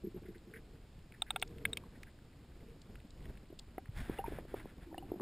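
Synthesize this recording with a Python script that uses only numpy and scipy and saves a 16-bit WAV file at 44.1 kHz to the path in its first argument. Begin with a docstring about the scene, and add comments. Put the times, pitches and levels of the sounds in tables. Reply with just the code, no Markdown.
"""A diver's camera in a sealed housing drifts under water, next to a speargun.
First a pocket of air gurgles. After a second, gear snaps against the housing and rings its modes.
From about three seconds on, water shoves the housing, the grip knocks dully on it, something rubs
along it and freed bubbles plop. Throughout, water rumbles underneath, and the camera's coarse
sampling gives every click a gritty mirror image in the treble."""
import sys
import numpy as np
from scipy import signal
from scipy.fft import rfft, irfft, next_fast_len
from scipy.io import wavfile
from scipy.ndimage import map_coordinates

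SR = 44100
rng = np.random.default_rng(int(sys.argv[2]) if len(sys.argv) > 2 else 0)


def wrap_up_sound(samples):
    """Save the sound to the file named by the first command line argument, as 16-bit audio."""
    columns = np.atleast_2d(samples).T
    # keep every value between -1 and 1, then stretch to whole-number steps
    tamed = np.clip(columns, -1, 1)
    steps = np.round(tamed * 32767).astype(np.int16)
    wavfile.write(sys.argv[1], SR, steps)


N = 230038

# Modes of the housing. Each row: frequency in Hz, relative level in dB, time to fall 60 dB in seconds.
HOUSING_MODES = [(762, 0.5, 0.026), (893, -5.5, 0.033), (1176, -6, 0.015), (1365, 1.5, 0.025),
                 (1603, -0.5, 0.022), (2227, 2.5, 0.017), (2526, 0, 0.02), (2770, -3.5, 0.017),
                 (3335, -1, 0.015), (3626, -1, 0.02)]
# Snaps of gear. Each row: start in seconds, drive of the modes in dB in four bands (low, near 1.6 kHz,
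# middle, high), then the struck part's own frequency in Hz and level in dB.
SNAPS = [(1.2198, -34.5, -45, -41.5, -30.5, 3670, -25.5), (1.3051, -33.5, -41, -37.5, -30.5, 3680, -28.5),
         (1.36, -29, -37, -34, -29, 3330, -30.5), (1.4243, -35.5, -32, -30, -27.5, 2750, -29),
         (1.6523, -56, -23.5, -26, -30.5, 2160, -22), (1.7309, -73, -62.5, -44, -36, 3760, -28),
         (1.771, -67, -52, -33.5, -38.5, 3120, -36)]


def snaps():
    """Impact excitation: a brief crack sets the struck part and the housing's modes vibrating freely."""
    out, t = np.zeros(N), np.arange(SR // 10) / SR
    for start, low, low_mid, mid, high, ring_hz, ring_db in SNAPS:
        body = np.zeros(len(t))
        for hz, db, t60 in HOUSING_MODES:
            drive_db = np.interp(hz, [1300, 1580, 2150, 2800, 3350], [low, low_mid, mid, mid, high])
            decay = amp(db + drive_db + rng.normal(0, 1.0) - 60 * t / t60)
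            body += decay * sine(hz * rng.normal(1, 0.0086), t)
        ring = amp(ring_db) * swell(t, rise=0.0011, shape=0.88) * np.sin(2 * np.pi * ring_hz * t)
        crack = amp(high + 1 - 60 * t / 0.02) * rng.standard_normal(len(t))
        onset = 1 - np.exp(-t / 0.00031)
        add(out, start, (body + crack) * onset + ring)
    # The wall favours the middle frequencies and lets a little of the rest through.
    highpass = signal.butter(2, 550, "high", fs=SR, output="sos")
    lowpass = signal.butter(10, 4100, fs=SR, output="sos")
    return signal.sosfilt(np.vstack([highpass, lowpass]), out) + amp(-19.5) * out


# Knocks of the grip. Each row: start in seconds, level in dB, wall frequency in Hz, rise in seconds.
GRIP_KNOCKS = [(1.975, -45.5, 260, .0029), (3.502, -44, 340.3, 0.0025), (3.526, -45, 340, 0.0025),
               (3.78, -35, 343, .0018), (4.0965, -24, 320, .0014), (4.1895, -31.5, 434, 0.0019),
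               (4.2803, -32, 370, .0023), (4.3203, -36, 375, 0.0023), (4.386, -33.5, 492, .0012),
               (4.449, -44.5, 366, 0.0025), (4.5402, -29.5, 392, 0.0027), (4.656, -40, 444, 0.0017),
               (4.928, -42, 460, 0.00087), (4.977, -44.5, 319, 0.0056), (5.1168, -27, 347, .0023),
               (5.138, -36.5, 350, 0.0036), (5.157, -39, 325.5, 0.0026), (5.2063, -30, 365, 0.003)]


def knocks():
    """Heavy damping: water stops the wall within a few cycles of each soft, slapping blow."""
    out, t = np.zeros(N), np.arange(SR // 8) / SR
    for start, db, hz, rise in GRIP_KNOCKS:
        wall = sine(hz, t)
        slap = amp(-12.5) * burst(len(t), centre_hz=1.48 * hz, octaves=0.62)
        add(out, start, amp(db) * swell(t, rise, shape=1.66) * (wall + slap))
    return out


# Sliding strokes and squeezes of the grip. Each row: start in seconds, length in seconds, level in dB.
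SLIDE_STROKES = [(3.972, 0.034, -52), (4.03, 0.17, -57), (4.26, .13, -58), (4.485, 0.054, -63),
                 (4.56, 0.045, -56), (4.67, 0.042, -65), (4.82, .02, -64.5)]
GRIP_SQUEEZES = [(4.32, 0.11, -60), (4.54, .06, -59), (4.875, 0.18, -55), (5.135, 0.023, -53),
                 (5.195, .03, -46)]
# Spectra of the sliding and of the grip's creak. Each row: frequency in Hz, relative level in dB.
SLIDE_SPECTRUM = [(250, -18), (750, 2), (1130, -3.5), (1600, 4), (2300, -1), (3000, -8.5), (3500, -4.5),
                  (4200, -16), (5600, -17)]
CREAK_SPECTRUM = [(150, -17), (330, 24), (520, -14), (800, -2), (950, -1), (1200, -21), (3000, -36)]


def rubbing():
    """Friction: sliding contact hisses in fine grains, and the tightening grip creaks in coarser slips."""
    sliding = strokes(SLIDE_STROKES, attack_s=0.013, release_s=0.02)
    squeezing = strokes(GRIP_SQUEEZES, attack_s=0.014, release_s=0.023)
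    grains = noise(SLIDE_SPECTRUM, grain_db=2, grain_rate=510)
    slips = noise(CREAK_SPECTRUM, grain_db=4, grain_rate=200)
    return sliding * grains + squeezing * slips


# Resonances of an air pocket. Each row: frequency in Hz, relative level in dB.
POCKET_MODES = [(200, -3), (350, -0.5), (425, -7.5)]
# Gulps of shifting air. Each row: start in seconds, level in dB.
AIR_GULPS = [(0.037, -36), (.067, -38.5), (.141, -44), (.156, -42.5), (.219, -49.5), (0.249, -50.5),
             (.284, -43), (.3, -49), (.355, -50), (.47, -50)]


def gurgle():
    """Cavity resonance: every gulp excites the modes of the same air pocket, a little detuned."""
    out, t = np.zeros(N), np.arange(SR // 8) / SR
    for start, db in AIR_GULPS:
        tone = sum(amp(level) * sine(hz * rng.normal(1, 0.027), t) for hz, level in POCKET_MODES)
        add(out, start, amp(db) * swell(t, rise=0.0069, shape=1.25) * tone)
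    return out


# Freed bubbles. Each row: start in seconds, level in dB, initial frequency in Hz,
# time to fall 60 dB in seconds.
BUBBLES = [(1.837, -45.5, 1020, 0.021), (3.7811, -34.5, 737, 0.038), (4.186, -40.5, 2754, 0.033),
           (4.1912, -31.5, 770, 0.085), (4.241, -31.5, 907, 0.054), (4.2616, -38, 905, 0.035),
           (4.2615, -45.5, 2350, 0.032), (4.9445, -36.5, 754, 0.024), (4.9435, -45.5, 1740, 0.025),
           (4.9793, -33, 726, 0.024), (4.9807, -39, 2826, 0.033), (5.025, -45.5, 767, 0.085)]


def bubbles():
    """Bubble resonance: each freed bubble rings as a damped oscillator, its pitch creeping upward."""
    out, t = np.zeros(N), np.arange(SR // 8) / SR
    onset = 1 - np.exp(-t / 0.00064)
    for start, db, hz, t60 in BUBBLES:
        phase = 2 * np.pi * hz * (t + 0.067 * t * t / t60)
        add(out, start, amp(db - 60 * t / t60) * onset * np.sin(phase))
    return out


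# Light ticks of gear, together with the sharp slap of the grip's knocks at 3.78, 4.097, 4.187, 4.542 and 5.198
# s. Each row: start in seconds, level in dB, centre frequency in Hz.
GEAR_TICKS = [(1.1216, -56, 2020), (1.3965, -48, 5300), (1.416, -43.5, 3800), (1.4765, -54, 4850),
              (1.583, -52.5, 2300), (1.7712, -43, 5200), (2.032, -47, 1800), (2.0312, -52, 4500),
              (2.817, -56.5, 4220), (2.9555, -49.5, 1880), (3.001, -58, 2420), (3.1054, -59, 4220),
              (3.2555, -53.5, 2080), (3.373, -58, 2180), (3.590, -50, 4120), (3.594, -45.5, 4340),
              (3.780, -43, 1550), (3.857, -54.5, 1670), (4.097, -49, 1000), (4.187, -48, 750),
              (4.542, -40, 680), (4.9797, -48.5, 2800), (5.198, -46.5, 960)]
# Short scrapes of gear. Each row: start in seconds, level in dB, rise in seconds.
GEAR_SCRAPES = [(.255, -64, 0.01), (.345, -62, 0.0058), (0.537, -51.5, .0038), (0.555, -55, .008),
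                (1.137, -59, 0.0071), (1.261, -62, .014), (1.945, -65, .01), (2.065, -61, 0.0077)]


def light_contacts():
    """Contact noise: brief ticks cover a wide band; the longer scrapes share a narrower one."""
    out, t = np.zeros(N), np.arange(SR // 8) / SR
    for start, db, centre_hz in GEAR_TICKS:
        tick = burst(len(t), centre_hz, octaves=0.7)
        add(out, start, amp(db) * swell(t, rise=0.0011, shape=0.82) * tick)
    for start, db, rise in GEAR_SCRAPES:
        scrape = burst(len(t), centre_hz=1820, octaves=0.42)
        add(out, start, amp(db) * swell(t, rise, shape=0.97) * scrape)
    return out


# Slow pushes of water. Each row: start in seconds, level in dB, frequency in Hz.
WATER_PUSHES = [(3.1884, -41, 44.5), (3.28, -38, 47.6), (3.888, -36, 107)]


def pushes():
    """Damped oscillation: a shove of water rocks the housing for a cycle or two."""
    out, t = np.zeros(N), np.arange(SR // 8) / SR
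    rise_cycles = 0.61
    for start, db, hz in WATER_PUSHES:
        add(out, start, amp(db) * swell(t, rise_cycles / hz, shape=1.92) * sine(hz, t))
    return out


# Surges of water as the camera moves. Each row: time of the peak in seconds, half length in seconds,
# sway level in dB, wash level in dB.
WATER_SURGES = [(0.225, 0.096, -56.5, -58), (0.573, 0.061, -62, -63.5), (1.638, 0.18, -55.5, -53.5),
                (1.977, .08, -56, -65), (2.651, 0.19, -58.5, -65.5), (2.95, 0.041, -54, -59.5),
                (3.257, 0.1, -51, -55.5), (3.999, 0.036, -39, -51), (4.117, .04, -49, -50),
                (4.305, 0.089, -51.5, -50.5), (4.56, 0.11, -56, -53.5), (5.11, 0.24, -61.5, -54.5)]
CALM_SWAY_DB, CALM_WASH_DB = -59, -60


def stirring():
    """Incoherent addition: the gains of sway and wash grow as each surge adds power to calm water."""
    t = np.arange(N) / SR
    power = amp([[CALM_SWAY_DB], [CALM_WASH_DB]]) ** 2
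    for peak_s, half_length, sway_db, wash_db in WATER_SURGES:
        bell = np.exp(-((t - peak_s) / half_length) ** 2)
        power = power + amp([[sway_db], [wash_db]]) ** 2 * bell
    return np.sqrt(power)


# Water churning past the housing. Each row: start in seconds, length in seconds, level in dB.
WATER_CHURNS = [(.54, 0.045, -58.5), (.68, 0.1, -65), (1.41, .16, -56), (1.61, 0.11, -53.5),
                (2.64, 0.083, -60.5)]
# Spectra of the sway, wash and churning. Each row: frequency in Hz, relative level in dB.
SWAY_SPECTRUM = [(8, -18.5), (25, -7), (52, -7.5), (90, -14.5), (160, -22), (400, -50)]
WASH_SPECTRUM = [(40, -7.5), (110, -4.5), (200, -7), (340, -11.5), (480, -17), (650, -21.5), (1000, -29),
                 (2500, -38), (5000, -49.5)]
CHURN_SPECTRUM = [(50, -8), (125, 1), (200, -1.5), (290, -4.5), (370, -3.5), (470, 5), (560, -36),
                  (1000, -33.5)]


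def water():
    """Flow noise: pressure sways slowly while water washes and churns round the housing."""
    sway_gain, wash_gain = stirring()
    churn_gain = strokes(WATER_CHURNS, attack_s=0.051, release_s=0.043)
    sway = sway_gain * noise(SWAY_SPECTRUM)
    wash = wash_gain * noise(WASH_SPECTRUM, grain_db=3, grain_rate=60)
    churn = churn_gain * noise(CHURN_SPECTRUM, grain_db=2, grain_rate=90)
    return sway + wash + churn


def crackle():
    """A Poisson process: tiny bubbles pop at random, more often in stirred water, and ring briefly."""
    out, t = np.zeros(N), np.arange(SR // 100) / SR
    _, wash_gain = stirring()
    above_calm_db = 20 * np.log10(wash_gain) - CALM_WASH_DB
    pops_per_s = 6 + 5 * above_calm_db
    starts = np.flatnonzero(rng.random(N) < pops_per_s / SR) / SR
    for start in starts:
        db = rng.normal(-58.5, 2.2)
        cycles = 2300 * np.exp(rng.normal(0, 0.25)) * t  # pitches scatter around 2300 Hz
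        add(out, start, amp(db) * np.exp(-cycles / 2.3) * np.sin(2 * np.pi * cycles))
    return out


# Spectrum of the microphone's hiss. Each row: frequency in Hz, relative level in dB.
HISS_SPECTRUM = [(100, -12), (700, -9), (1500, -10.5), (3000, -12), (5000, -14.5), (6000, -18.5)]


def hiss():
    """Self-noise: the microphone adds a faint, steady floor."""
    return amp(-69) * noise(HISS_SPECTRUM)


def amp(db):
    """The decibel law: amplitude grows tenfold every 20 dB."""
    return 10 ** (np.asarray(db) / 20)


def unit(x):
    """Normalisation to rms 1."""
    return x / np.sqrt(np.mean(x ** 2) + 1e-20)


def sine(hz, t):
    """Simple harmonic motion with a random phase."""
    return np.sin(2 * np.pi * (hz * t + rng.random()))


def filtered(x, response):
    """Linear filtering: the spectrum of x is multiplied by a frequency response."""
    size = next_fast_len(x.shape[-1] + 8192)
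    gain = response(np.fft.rfftfreq(size, 1 / SR))
    return irfft(rfft(x, size) * gain, size)[..., :x.shape[-1]]


def noise(spectrum, grain_db=0., grain_rate=100):
    """Source and filter: a force whose level varies grain_rate times a second is coloured, at rms 1."""
    knot_hz, db = np.transpose(spectrum)
    white = rng.standard_normal(N)
    grains = rng.standard_normal(int(N * grain_rate / SR) + 4)
    wobble = map_coordinates(grains, [np.arange(N) * grain_rate / SR])
    force = white * amp(grain_db * wobble)
    return unit(filtered(force, lambda hz: amp(np.interp(np.log(hz + 1), np.log(knot_hz), db))))


def burst(size, centre_hz, octaves):
    """Band-limited noise of rms 1, bell-shaped in log frequency."""
    band = lambda hz: np.exp(-(np.log2((hz + 1) / centre_hz) / octaves) ** 2)
    return unit(filtered(rng.standard_normal(size), band))


def swell(t, rise, shape):
    """The envelope of a soft contact: it reaches 1 after rise seconds, then decays."""
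    u = t / max(rise, 1 / SR)
    return (u * np.exp(1 - u)) ** shape


def strokes(rows, attack_s, release_s):
    """Exponential growth and decay: each gesture fades in up to its start, holds and dies away."""
    t, gain = np.arange(N) / SR, np.zeros(N)
    for start, length, db in rows:
        attack = np.minimum(t - start, 0) / attack_s
        release = np.maximum(t - start - length, 0) / release_s
        gain = np.maximum(gain, amp(db) * np.exp(attack - release))
    return gain


def add(track, start, sound):
    """Superposition: a sound joins the track at a start in seconds."""
    part = track[max(round(start * SR), 0):][:len(sound)]
    part += sound[:len(part)]


def scene():
    """Superposition: all sources sum at one microphone; only a faint noise sets the channels apart."""
    sound = (water() + gurgle() + rubbing() + snaps() + knocks() + pushes()
             + bubbles() + light_contacts() + crackle() + hiss())
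    spread = amp(-75) * noise([(40, -8), (300, -4.5), (700, -15), (5000, -13.5)])
    return np.array([sound + spread, sound - spread])


def record(dry):
    """Zero-order hold: the camera keeps each coarse sample as a step, mirroring sound into the treble."""
    camera_hz, anti_alias_hz, top_hz = 12000, 5720, 15300
    narrow = filtered(dry, lambda hz: 1 / np.sqrt(1 + (hz / anti_alias_hz) ** 60))
    coarse = signal.resample_poly(narrow, camera_hz, SR, axis=1)
    held = np.repeat(coarse, 8, axis=1)
    steps = signal.resample_poly(held, SR, 8 * camera_hz, axis=1)[:, :N]
    return filtered(steps, lambda hz: 1 / np.sqrt(1 + (hz / top_hz) ** 160))


dry = scene()
out = record(dry)
wrap_up_sound(out)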